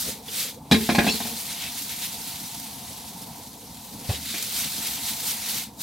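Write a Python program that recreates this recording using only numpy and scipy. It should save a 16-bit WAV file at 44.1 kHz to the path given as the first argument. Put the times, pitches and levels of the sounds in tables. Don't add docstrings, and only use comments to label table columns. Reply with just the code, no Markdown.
import sys
import numpy as np
from scipy import signal
from scipy.fft import rfft, irfft, next_fast_len
from scipy.io import wavfile
from scipy.ndimage import uniform_filter1d, map_coordinates

SR = 44100
rng = np.random.default_rng(int(sys.argv[2]) if len(sys.argv) > 2 else 0)


def persist_wave(psi):
    counts = np.round(np.clip(psi, -1, 1) * 32767).astype(np.int16)
    wavfile.write(sys.argv[1], SR, np.atleast_2d(counts).T)


def gain_from_db(level_db):
    decades = np.asarray(level_db, float) / 20
    return 10 ** decades


N = 256662

# [f/Hz, likeness/0-1]
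LIKENESS = [(20, 0.97), (100, 1), (300, 0.98), (700, 0.83), (1400, 0.71), (2400, 0.92), (4500, 0.73),
            (7500, 0.64), (11000, 0.33), (15000, 0.46)]
# [f/Hz, lag/rad]
PORT_LAG = [(150, 0), (350, .17), (1400, .22), (5500, .25), (9600, .75), (13000, 1.1), (15800, 2.2)]
# [f/Hz, t60/s]
STALL_DECAY = [(200, 0.29), (2000, 0.076), (10000, 0.11)]

# [f/Hz, level/dB per Hz]
ROAR_COLOUR = [(18, -69), (30, -33), (46, -16), (59, -7), (91, -7.5), (123, -6), (157, -4.5), (225, -1.5),
               (295, -6.5), (360, -23.5), (470, -52), (790, -120)]
# [f/Hz, level/dB per Hz]
GAP_COLOUR = [(350, -45), (600, -26), (622, -14.5), (689, 0.5), (802, -2.5), (899, 2), (1250, -16.5),
              (1800, -27), (2340, -32), (3960, -120)]
# [f/Hz, level/dB per Hz]
JETS_COLOUR = [(250, -39), (340, -7), (420, 2), (500, 4.5), (600, -3), (700, -4.5), (1000, -37)]
# [t/s, level/dB]
GUSTS = [(.085, 10.5), (1.67, 3.5), (2.28, 0), (3.3, 4.5), (4.35, 2.5), (3.95, 6), (4.65, 7), (4.8, 3),
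         (5.56, 9)]
# [t/s, lifted/0-1]
LIFTED = [
    (0, 1),
    (.69, 1),
    (.72, 0),
    (5.6, 0),
    (5.7, 1),
]
# [t/s, level/dB]
DRAUGHT = [(0, -2), (.3, -0.5), (1.5, 1.5), (2, -1), (3.3, 1), (3.6, -2.5), (3.8, 1), (4.25, -4), (5.1, 2),
           (5.5, 2.5), (5.82, -2)]
ROAR_DB, GAP_DB, JETS_DB = -49.5, -52.5, -59.5
GUST_S, GAP_SHARE, JETS_SHARE = 0.024, 0.2, 1
OPEN_GAP_DB, OPEN_JETS_DB = -2, 2.5

# [f/Hz, level/dB per Hz]
OIL_COLOUR = [(760, -26), (1300, -11), (1720, -12.5), (2220, -12.5), (2620, -11.5), (3900, -2.5),
              (4660, -2), (4910, -3.5), (6110, -3), (7080, -4.5), (12300, -2.5), (15800, -5.5)]
# [f/Hz, level/dB per Hz]
FIZZ_COLOUR = [(4000, -33), (8000, -6.5), (12500, -2), (15800, -1)]
# [f/Hz, level/dB per Hz]
SLIDE_COLOUR = [(500, -22), (1200, -16), (1700, -8), (2100, -1), (2900, -1), (3750, 2.5), (4600, -2),
                (6000, -7.5), (9000, -8.5), (15000, -45)]
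# [t/s, level/dB]
SIZZLE = [(0, -52), (.2, -53.5), (.56, -65), (.7, -55), (.77, -38.5), (1.2, -38.5), (1.6, -39.5),
          (2.15, -40.5), (2.3, -39.5), (2.7, -43), (3.2, -46), (3.55, -49.5), (4.03, -46), (4.25, -42),
          (4.55, -35.5), (5.58, -38), (5.69, -63), (5.82, -49)]
# [t/s, spit level/dB, slide level/dB, half length/s]
STROKES = [(0.002, -33.5, -55, 0.066), (0.09, -35, -36, 0.049), (0.402, -30.5, -32.5, 0.063),
           (0.485, -52, -42, 0.023), (0.857, -41, -33.5, 0.066), (1.074, -36.5, -28.5, 0.032),
           (1.175, -39, -38, 0.092), (1.266, -40.5, -35.5, .04), (1.412, -39.5, -53, 0.026),
           (1.511, -40, -31.5, 0.021), (1.637, -56, -32, 0.063), (1.788, -37.5, -37.5, 0.03),
           (1.922, -38.5, -36, .04), (2.045, -33.5, -32, .03), (2.438, -42, -56, 0.01),
           (2.895, -46, -45, 0.028), (3.082, -44, -60, 0.013), (4.12, -37.5, -36, 0.045),
           (4.155, -50, -34.5, 0.023), (4.364, -38, -31.5, 0.079), (4.58, -34, -41, 0.041),
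           (4.645, -37.5, -31.5, 0.027), (4.868, -34.5, -33, 0.033), (5.09, -34.5, -36.5, 0.037),
           (5.28, -31, -53, 0.035), (5.314, -33, -32.5, 0.024), (5.495, -36, -35, .055),
           (5.583, -34.5, -34, 0.051), (5.818, -34, -59, .015)]
SETTLE_DB, SETTLE_GROWS = -5, 1.3
FIZZ_DB, FIZZ_GROWS = -43.5, 2
SWELL_DB, SWELL_SHAPE, LINGER = 6, 1.385, 0.92

# [t/s, peak level/dB, sung mode f/Hz, skid length/s]
SKIDS = [(0.281, -28, 3500, 0.019), (0.285, -32, 2900, 0.017), (.283, -33, 4900, .01),
         (1.064, -19, 4000, 0.015), (1.075, -15, 2640, 0.026), (1.084, -19, 3400, 0.017),
         (1.087, -21, 4130, 0.036), (1.096, -17.5, 5470, 0.0066), (1.106, -20, 4420, .04),
         (1.129, -27, 4100, 0.047), (1.105, -25, 7300, 0.026), (1.11, -33, 5400, .02),
         (.09, -32, 6700, .015), (4.148, -31, 3900, 0.023)]
# [t/s, level/dB, f/Hz, t60/s, slap level/dB]
THUMPS = [
    (4.091, -15.5, 97.6, 0.007, -11.5),
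    (4.13, -35.5, 74.8, 0.58, -8),
]

# [t/s, ring clank level/dB, bowl boom level/dB, wall level/dB, rim level/dB]
KNOCKS = [(0.713, -9, -12, -18, -10.5), (0.72, -16, -10.5, -11, -11), (0.744, -24, -16, -11.5, -17),
          (0.807, -49, -20.5, -28, -33), (0.89, -8, -14, -14.5, -24), (0.898, -32, -20.5, -15, -21),
          (0.918, -38, -19, -26, -26), (0.949, -13.5, -21, -16, -19), (0.982, -15.5, -10.5, -13, -24),
          (0.987, -11, -13.5, -7, -17), (1.018, -20, -24, -23, -37), (1.043, -18, -22.5, -25, -32),
          (1.066, -9.5, -19, -18, -25), (1.081, -29, -23, -38, -23), (1.136, -43, -26.5, -47, -37),
          (1.203, -21, -30, -24, -29), (1.251, -25.5, -30, -31, -42), (1.275, -49, -35.5, -58, -41),
          (1.314, -39, -37, -51, -42), (4.34, -33, -38, -27, -47), (4.775, -34, -43, -49, -55)]
# [f/Hz, level/dB, t60/s]
BOOM_MODES = [(196, -10, .1), (224, -1, .24), (235, -9, .12), (255, -12, .07), (335, -10, .07),
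              (388, -15, .09), (440, -14, .16), (510, -13, .07)]
# [f/Hz, level/dB, t60/s]
CLANK_MODES = [(715, -1, .08), (822, 0, .06), (920, -7, .05), (1058, 2, .1), (1240, -5, .08)]
# [f/Hz, level/dB, t60/s]
WALL_MODES = [(1680, 1, 0.065), (1670, 0, 0.045), (1650, 3, 0.06), (2079, -14, 0.074), (2370, 4.5, 0.11),
              (2439, 5, 0.11), (2640, -3.5, 0.34)]
# [f/Hz, level/dB, t60/s]
RIM_MODES = [(3330, -3, .07), (3402, -3, .07), (3644, 0, .09), (3806, -2, .1), (3964, 0, .09),
             (4210, -3, .08), (4635, -4, .07), (5000, -5, .07)]
STRUCK_HZ, RIM_RAISES = 900, 0.022
CRASH_DB = -17


def unit(x):
    return x / np.sqrt(np.mean(x ** 2) + 1e-20)


def along(points, hz):
    f, v = np.transpose(points)
    return np.interp(np.log(hz + 1), np.log(f + 1), v)


def curves(rows):
    s, *columns = np.transpose(rows)
    return [np.interp(np.arange(N) / SR, s, column) for column in columns]


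def wobble(rate):
    knots = rng.standard_normal(int(N * rate / SR) + 4)
    return map_coordinates(knots, [np.arange(N) * rate / SR])


def swell(s, half):
    t = np.arange(N) / SR - s
    return -SWELL_DB * np.where(t < 0, -t / half, t / (half * LINGER)) ** SWELL_SHAPE


def band(low_hz, high_hz, size):
    b, a = signal.butter(2, [low_hz, high_hz], "band", fs=SR)
    return unit(signal.lfilter(b, a, rng.standard_normal(size)))


def patchy(patchy_db):
    z = signal.stft(rng.standard_normal((2, N)), nperseg=256)[2]
    field = uniform_filter1d(rng.standard_normal(z.shape[1:]), size=5, axis=0)
    field = uniform_filter1d(field, size=8, axis=1)
    return unit(signal.istft(z * gain_from_db(patchy_db * unit(field)), nperseg=256)[1][:, :N])


def spread(pair, colour):
    m = next_fast_len(N + 8192)
    hz = np.fft.rfftfreq(m, 1 / SR)
    turn = np.arccos(np.clip(along(LIKENESS, hz), -1, 1)) / 2
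    shares = [np.cos(turn), np.sin(turn)]
    mid, side = irfft(rfft(pair, m) * gain_from_db(along(colour, hz)) * shares, m)[:, :N]
    return unit(np.array([mid + side, mid - side]))


def add(track, s, sound):
    start = round(s * SR)
    track[..., start:start + sound.shape[-1]] += sound


def stall(x):
    out, block = np.zeros((2, N + SR)), SR // 12
    peaks = np.abs(x[:N // block * block]).reshape(-1, block).max(1)
    for start in np.flatnonzero(peaks > 1e-5) * block:
        hz, t, z = signal.stft(rng.standard_normal((2, SR // 4)), SR, nperseg=256)
        z[1] *= np.clip(hz / 9000, 0.05, 1)[:, None] ** 0.14
        fade = gain_from_db(-60 * t / along(STALL_DECAY, hz)[:, None])
        pair = signal.istft(z * fade, SR, nperseg=256)[1]
        mid, side = signal.lfilter(*signal.butter(2, 380, "high", fs=SR), pair)
        tail = np.array([mid + side, mid - side]) / np.linalg.norm(mid)
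        add(out, start / SR + 0.003, signal.fftconvolve(x[None, start:start + block], tail, axes=1))
    return out[:, :N]


def fanned():
    gust_db = sum(db * gain_from_db(swell(s, GUST_S)) for s, db in GUSTS)
    up, = curves(LIFTED)
    draught_db, = curves(DRAUGHT)
    unrest_db = 1.2 * wobble(7)
    roar_db = ROAR_DB + gust_db - 0.15 * draught_db
    gap_db = GAP_DB + GAP_SHARE * gust_db + OPEN_GAP_DB * up + draught_db
    jets_db = JETS_DB + JETS_SHARE * gust_db + OPEN_JETS_DB * up + unrest_db
    return roar_db, gap_db, jets_db


def flame():
    roar_db, gap_db, jets_db = fanned()
    flicker = wobble(5.4)
    roar = gain_from_db(roar_db + 3.0 + 0.5 * flicker + 0.4 * wobble(30)) * spread(patchy(1.6), ROAR_COLOUR)
    jets = gain_from_db(jets_db + 3.0 + 0.76 * wobble(30)) * spread(patchy(4.0), JETS_COLOUR)
    gap = gain_from_db(gap_db + 3.0 + 0.96 * flicker + 0.21 * wobble(40)) * spread(patchy(1.0), GAP_COLOUR)
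    return roar + jets + gap


def stirred():
    rest_db, = curves(SIZZLE)
    settle_db = -41 + SETTLE_DB + SETTLE_GROWS * (rest_db + 42.5)
    power = gain_from_db([rest_db, settle_db]) ** 2
    for s, spit_db, slide_db, half in STROKES:
        power = power + np.outer(gain_from_db([spit_db, slide_db]), gain_from_db(swell(s, half))) ** 2
    return 10 * np.log10(power)


def spurts(count, length):
    when, size = rng.random((count, 2)).T
    starts = np.bincount((when * N).astype(int), size ** 2, N)
    puff = np.exp(-np.arange(1200) / (length * SR))
    return np.abs(signal.fftconvolve(starts, puff)[:N])


def pops(count, scatter_db, low_hz, cycles):
    when, pitch, size, place = rng.random((count, 4)).T
    t = np.arange(96) / SR
    hz = low_hz * 4.5 ** pitch[:, None]
    shape = np.sin(2 * np.pi * hz * t) * np.exp(-t * hz / cycles)
    shape = shape * gain_from_db(scatter_db * size ** 2)[:, None]
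    at = ((when * N).astype(int)[:, None] + np.arange(96)).ravel()

    def lay(gain):
        return np.bincount(at, (shape * gain[:, None]).ravel(), N + 96)[:N]

    return unit(np.array([lay(np.ones(count)), lay(2 * place - 1) * np.sqrt(3)]))


def frying():
    oil_db, slide_db = stirred()
    steam = spurts(count=500, length=0.0059)
    oil_pops = pops(count=2000, scatter_db=35, low_hz=3730, cycles=1.0)
    spit = patchy(1.22) * (1 + 0.63 * steam) + gain_from_db(-18) * oil_pops
    food_pops = pops(count=900, scatter_db=-6.0, low_hz=1930, cycles=2.5)
    rasp = patchy(1.74) * (1 + 0.45 * steam) + gain_from_db(-21.5) * food_pops
    oil = gain_from_db(oil_db + 5.5 + 0.53 * wobble(25)) * spread(spit, OIL_COLOUR)
    fizz = gain_from_db(FIZZ_DB + FIZZ_GROWS * (oil_db + 31.5)) * spread(spit, FIZZ_COLOUR)
    slide = gain_from_db(slide_db - 1.5 + 0.64 * wobble(35)) * spread(rasp, SLIDE_COLOUR)
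    return oil + fizz + slide


def ladle():
    out, t = np.zeros(N + SR), np.arange(SR // 5) / SR
    for s, db, hz, length in SKIDS:
        slip = rng.standard_normal(len(t)) * np.exp(-(t / length) ** 2)
        mode = np.sin(2 * np.pi * hz * t) * gain_from_db(-60 * t / 0.02)
        sung = signal.fftconvolve(slip, mode)
        add(out, s, gain_from_db(db) * sung / np.abs(sung).max())
    for s, db, hz, t60, slap_db in THUMPS:
        press = np.clip(t / 0.0023, 0, 1) * gain_from_db(-60 * np.clip(t - 0.022, 0, None) / t60)
        slap = gain_from_db(slap_db) * band(135, 640, len(t)) + gain_from_db(slap_db - 5) * band(870, 4000, len(t))
        squelch = np.clip(t / 0.0028, 0, 1) * gain_from_db(-60 * t / 0.17)
        add(out, s, gain_from_db(db) * (squelch * slap - press * np.sin(2 * np.pi * hz * t)))
    return out[:N]


def ring(modes, t):
    total = 0
    for hz, db, t60 in modes:
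        strength = gain_from_db(db + rng.normal(0, 2.5) - 60 * t / t60)
        total = total + strength * np.sin(2 * np.pi * hz * rng.normal(1, 0.008) * t)
    return total


def chattering():
    chatter = gain_from_db(-60 * np.arange(4000) / SR / 0.029) * rng.standard_normal(4000) * (rng.random(4000) < 0.08)
    chatter[0] = 2.2
    return chatter / np.linalg.norm(chatter)


def crashing(clank_db, wall_db, rim_db, t):
    crash = gain_from_db(clank_db + CRASH_DB) * band(740, 1010, len(t))
    crash += gain_from_db(wall_db - 10) * band(1580, 2360, len(t))
    crash += gain_from_db(rim_db - 4.5) * band(2870, 4840, len(t))
    crash += gain_from_db(rim_db - 11) * band(3900, 12500, len(t))
    grain = gain_from_db(3.15 * rng.standard_normal(len(t) // 60 + 1).repeat(60)[:len(t)])
    return gain_from_db(-60 * t / 0.091) * (1 - np.exp(-t / 0.0012)) * crash * grain


def wok():
    out, t = np.zeros(N + SR), np.arange(SR // 3) / SR
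    waits = np.diff([row[0] for row in KNOCKS] + [N / SR])
    for (s, clank_db, boom_db, wall_db, rim_db), wait in zip(KNOCKS, waits):
        chatter = chattering()
        raised = RIM_RAISES * (rim_db - clank_db)
        favoured = [(hz, db - 22 * abs(np.log2(hz / STRUCK_HZ) - raised), t60) for hz, db, t60 in CLANK_MODES]
        add(out, s, gain_from_db(clank_db - 5.5) * ring(favoured, t) * (1 - np.exp(-t / 0.00036)))
        sheet = gain_from_db(wall_db - 19.0) * ring(WALL_MODES, t) + gain_from_db(rim_db - 11) * ring(RIM_MODES, t)
        add(out, s, signal.fftconvolve(sheet, chatter))
        choke = gain_from_db(-60 * np.clip(t - wait, 0, None) / 0.012)
        jolt = gain_from_db(-13 - 60 * t / 0.16) * band(69, 90, len(t))
        body = gain_from_db(-3.5 - 60 * t / 0.07) * band(218, 450, len(t))
        boom = ring(BOOM_MODES, t) * choke + jolt + body
        add(out, s, gain_from_db(boom_db + 4.0) * boom * (1 - np.exp(-t / 0.0034)))
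        add(out, s, crashing(clank_db, wall_db, rim_db, t))
    return out[:N]


def scene():
    steel = wok() + ladle()
    return gain_from_db(-2.5) * steel + gain_from_db(-10) * stall(steel) + flame() + frying()


def band_limit(x):
    return signal.sosfilt(signal.butter(12, 15990, fs=SR, output="sos"), x)


def record(dry):
    m = next_fast_len(N + 8192)
    hz = np.fft.rfftfreq(m, 1 / SR)
    lag = np.exp(0.5j * along(PORT_LAG, hz) * np.array([[-1], [1]]))
    bass_cut = 1 / np.sqrt(1 + (52 / (hz + 1)) ** 5)
    ports = lag * bass_cut * (hz < 15950)
    mix = irfft(rfft(dry, m) * ports, m)[:, :N]
    return band_limit(mix)


dry = scene()
out = record(dry)
persist_wave(out)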